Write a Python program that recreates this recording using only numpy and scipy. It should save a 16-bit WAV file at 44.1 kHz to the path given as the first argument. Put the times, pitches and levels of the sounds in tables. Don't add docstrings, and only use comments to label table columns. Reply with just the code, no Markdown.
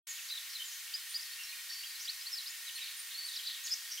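import sys
import numpy as np
from scipy import signal
from scipy.fft import rfft, irfft, next_fast_len
from scipy.io import wavfile
from scipy.ndimage import map_coordinates

SR = 44100
rng = np.random.default_rng(int(sys.argv[2]) if len(sys.argv) > 2 else 0)


def unload_wav(signal):
    wavfile.write(
        sys.argv[1],
        SR,
        np.round(np.clip(np.atleast_2d(signal).T, -1, 1) * 32767).astype(np.int16),
    )


N = 176400


def amp(db):
    return 10 ** (np.asarray(db) / 20)


def unit_rms(x):
    return x / np.sqrt(np.mean(x ** 2) + 1e-20)


def gain_curve(points, hz):
    point_hz, point_db = np.transpose(points)
    return amp(np.interp(np.log(hz + 1), np.log(point_hz + 1), point_db))


def filtered(x, response):
    size = next_fast_len(N + SR // 2)
    return irfft(rfft(x, size) * response(np.fft.rfftfreq(size, 1 / SR)), size)[..., :N]


def wobble(per_s, size):
    return map_coordinates(rng.standard_normal(1024), [np.arange(size) * per_s / SR], mode="mirror")


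def add(out, start_s, x):
    i = int(np.clip(round(start_s * SR), 0, N - 1))
    out[:, i:i + x.shape[1]] += x[:, :N - i]


def note(length_s, pitches, crest, taper, flutter_hz, flutter_per_s, tremor_db=2.4, tremor_per_s=260):
    progress = np.linspace(0, 1, max(int(length_s * SR), 64))
    slur = np.polyfit(np.linspace(0, 1, len(pitches)), pitches, len(pitches) - 1)
    hz = np.polyval(slur, progress) + flutter_hz * wobble(flutter_per_s, len(progress))
    skewed = np.interp(progress, [0, np.clip(crest, .05, .95), 1], [0, .5, 1])
    swell = np.abs(np.sin(np.pi * skewed)) ** taper
    tremor = amp(tremor_db * wobble(tremor_per_s, len(progress)))
    tone = np.sin(2 * np.pi * np.cumsum(hz) / SR)
    return unit_rms(swell * tremor * tone) / np.sqrt(2)


def bush(call, branches_db, trees_db, branches_t60_s=0.15, trees_t60_s=0.61, side_db=-13):
    t = np.arange(SR // 2) / SR
    paths = np.zeros((2, len(t)))
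    for db, t60_s in (branches_db, branches_t60_s), (trees_db, trees_t60_s):
        decay = np.exp(-np.log(1000) * t / t60_s)
        paths += amp(db) * rng.standard_normal(paths.shape) * decay / np.linalg.norm(decay)
    paths[0, 0] += 1
    mid, side = signal.fftconvolve(call[None], paths, axes=1)
    side = amp(side_db) * side
    return np.array([mid + side, mid - side]) / np.linalg.norm(paths[0])


def air(level_db=-46.5):
    # frequency in Hz, relative spectral level in dB.
    spectrum = [(120, -94), (200, -55.5), (446, -40.5), (755, -22), (957, -17), (1070, -15), (1170, -13),
                (1710, -7.5), (1840, -7), (1980, -6), (2380, -3), (4260, -1.5), (7620, -5.5), (14700, -7),
                (15500, -10.5)]
    # frequency in Hz, side over mid in dB.
    spread = [(300, -11), (700, -21.5), (1500, -13.5), (3000, -9), (5000, -7.5), (8000, -5), (14000, -4.5)]
    mid, side = filtered(rng.standard_normal((2, N)), lambda hz: gain_curve(spectrum, hz))
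    side = filtered(side, lambda hz: gain_curve(spread, hz))
    return amp(level_db) * np.array([mid + side, mid - side]) / np.std(mid)


def ringing():
    # centre in Hz, half-width in Hz, level in dB.
    bands = [(1851, 47, -59), (2209, 25, -64.5), (2067, 34, -68.5), (1630, 40, -72), (1455, 94, -70),
             (1088, 38, -77), (3080, 29, -68.5)]
    out = np.zeros(N)
    for centre, half_width, db in bands:
        def resonance(hz):
            peak = 1 / (1 + ((hz - centre) / half_width) ** 2)
            bass_cut = hz ** 2 / (hz ** 2 + centre ** 2)
            return peak * bass_cut
        out += amp(db) * unit_rms(filtered(rng.standard_normal(N), resonance))
    return out


def distant_chorus(count=80, level_db=-55.5, centre_hz=4046):
    out = np.zeros((2, N))
    for k in range(count):
        start_s = (k + rng.random()) / count * N / SR
        pitch, slur, offset_db, stretch = np.clip(rng.standard_normal(4), -2, 2)
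        pitches = centre_hz * np.exp(.2 * pitch + 0.084 * slur * np.array([-1, 1]))
        length_s = .03 * np.exp(0.42 * stretch)
        chirp = note(length_s, pitches, crest=0.18, taper=0.33, flutter_hz=137, flutter_per_s=400)
        add(out, start_s, amp(level_db + offset_db) * bush(chirp, branches_db=-1.5, trees_db=-2.5))
    return out


def rasping_birds():
    # start in seconds, length in seconds, level in dB, first and last pitch in Hz.
    rasps = [ (0.071, 0.053, -41.5, 7300, 6550), (0.282, 0.034, -45.5, 4500, 4400),
             (.19, 0.072, -51.5, 6710, 6400), (.50, .05, -46.5, 5470, 4100),
             (0.359, .035, -48.5, 3950, 3600), (0.691, 0.059, -47.5, 6660, 6300),
             (.922, .02, -46, 2680, 3300), (1.689, .02, -43, 3500, 5100), (1.695, 0.055, -45, 5390, 5200),
             (1.989, 0.049, -42.5, 4700, 7000), (2.773, .024, -41.5, 3940, 2900),
             (2.771, 0.11, -50, 2950, 2400), (2.832, 0.062, -44, 3935, 3600),
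             (3.104, 0.026, -43.5, 3700, 4000), (3.305, 0.062, -44.5, 4200, 3800),
             (3.431, .08, -40, 3997, 3850), (3.506, .055, -44.5, 3875, 3600),
             (3.638, 0.035, -38, 6990, 6300), (3.66, 0.022, -37.5, 5500, 3800),
             (3.909, 0.025, -36.5, 5980, 5650)]
    out = np.zeros((2, N))
    for start_s, length_s, db, *pitches in rasps:
        rasp = note(length_s, pitches, crest=0.95, taper=0.17, flutter_hz=437.5, flutter_per_s=800)
        add(out, start_s, amp(db) * bush(rasp, branches_db=-4, trees_db=-1))
    return out


def whistling_birds():
    # start in seconds, length in seconds, level in dB, first, middle and last pitch in Hz.
    whistles = [ (0.154, 0.056, -49.5, 3960, 3000, 2400), (.298, .043, -38, 3630, 4030, 3630),
                (0.344, 0.051, -43.5, 4010, 3760, 3300), (.550, .024, -39, 3990, 4080, 3330),
                (.594, .037, -39.5, 3080, 3100, 3150), (0.648, .05, -46, 7150, 7000, 6400),
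                (.870, 0.017, -47.5, 2940, 2900, 3500), (1.19, 0.032, -44.5, 4830, 4850, 6900),
                (1.224, 0.01, -41.5, 5570, 5300, 4200), (1.251, .034, -49, 4480, 4400, 4800),
                (1.321, .024, -51, 4450, 4450, 4400), (1.38, .05, -44, 2720, 2745, 2790),
                (1.430, 0.026, -47.5, 5620, 5500, 5520), (1.467, .06, -48, 4030, 4170, 4300),
                (1.523, 0.028, -46, 2500, 2400, 2380), (1.718, .03, -42.5, 4500, 4520, 4550),
                (1.76, .07, -47, 4560, 4580, 4590), (1.84, .11, -48.5, 4620, 4740, 4660),
                (1.95, 0.018, -45, 4150, 4200, 4200), (2.155, .024, -50.5, 4420, 4300, 5800),
                (2.208, 0.02, -43.5, 4820, 4950, 5250), (2.4, .016, -41.5, 3880, 4100, 5500),
                (2.418, 0.017, -46, 4560, 5200, 4100), (2.497, .015, -46.5, 6580, 6950, 7050),
                (2.614, .13, -55, 6150, 6200, 6200), (2.668, 0.034, -42, 3750, 3830, 2400),
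                (2.751, 0.024, -41.5, 4370, 4200, 3800), (2.811, 0.03, -42, 3930, 3840, 3600),
                (3.143, 0.017, -38, 4250, 4250, 4300), (3.176, .044, -39, 4450, 4510, 4380),
                (3.233, .036, -38, 4480, 4540, 4400), (3.279, 0.016, -41, 4260, 4000, 3500),
                (3.867, 0.068, -49.5, 5450, 4700, 4900), (3.975, 0.015, -50, 6100, 6200, 6250)]
    out = np.zeros((2, N))
    for start_s, length_s, db, *pitches in whistles:
        whistle = note(length_s, pitches, crest=0.4, taper=0.36, flutter_hz=61, flutter_per_s=800)
        add(out, start_s, amp(db) * bush(whistle, branches_db=-9.5, trees_db=-4.5))
    return out


def thin_bird():
    # start in seconds, length in seconds, level in dB, first, middle and last pitch in Hz.
    thin_notes = [ (1.091, 0.041, -44, 9300, 9090, 9480), (2.746, 0.03, -47.5, 9150, 9200, 9300),
                  (2.967, 0.016, -46.5, 9060, 9100, 9600), (2.994, 0.015, -41, 9080, 9280, 8900),
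                  (3.258, .018, -44.5, 9330, 9050, 8900), (3.289, 0.013, -46.5, 9400, 9300, 7700)]
    out = np.zeros((2, N))
    for start_s, length_s, db, *pitches in thin_notes:
        tsee = note(length_s, pitches, crest=0.45, taper=0.27, flutter_hz=70, flutter_per_s=510)
        add(out, start_s, amp(db) * bush(tsee, branches_db=-8.5, trees_db=-4.5))
    return out


def near_birds():
    # start in seconds, length in seconds, level in dB, loudest point as a share of the
    # length, then four pitches in Hz, evenly spaced from start to end.
    chips = [ (.938, 0.031, -35.5, 0.21, 4260, 5030, 5000, 5500),
             (1.139, .036, -34.5, .35, 3900, 4680, 4900, 4930),
             (1.827, 0.025, -42, 0.69, 2750, 2900, 3140, 3300),
             (2.046, 0.02, -43, 0.46, 3860, 4700, 4800, 4900),
             (2.072, .04, -36, .58, 2800, 3750, 4480, 4950),
             (2.259, 0.028, -39, 0.6, 4170, 4300, 4640, 4200),
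             (2.316, 0.044, -37.5, 0.67, 5880, 5300, 5180, 4200),
             (2.366, .03, -39, 0.77, 5170, 4800, 4250, 4100),
             (2.457, .033, -40.5, .55, 3430, 4250, 5100, 4600),
             (3.357, .028, -38, 0.35, 6260, 4750, 4000, 3600),
             (3.386, 0.033, -43, 0.37, 3390, 3200, 3600, 4600),
             (3.463, 0.028, -38.5, .55, 5680, 4600, 4050, 3600),
             (3.704, 0.041, -30.5, 0.68, 4340, 5220, 5030, 7100),
             (3.972, .027, -41.5, .5, 3150, 3080, 3130, 3450), ]
    out = np.zeros((2, N))
    for start_s, length_s, db, crest, *pitches in chips:
        chip = note(length_s, pitches, crest, taper=0.68, flutter_hz=96, flutter_per_s=810)
        add(out, start_s, amp(db) * bush(chip, branches_db=-7.5, trees_db=-13.5))
    return out


def scene(throat_cut_hz=1200):
    birds = near_birds() + whistling_birds() + rasping_birds() + thin_bird() + distant_chorus()
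    birds = filtered(birds, lambda hz: hz ** 2 / np.hypot(throat_cut_hz ** 2, hz ** 2))
    return birds + air() + ringing()


def record(dry, silence_s=.069, fade_s=.003, low_cut_hz=170, top_hz=15800):
    fade_in = np.clip((np.arange(N) / SR - silence_s) / fade_s, 0, 1)
    return filtered(dry * fade_in, lambda hz: (hz < top_hz) * (hz / np.hypot(hz, low_cut_hz)) ** 2)


dry = scene()
out = record(dry)
unload_wav(out)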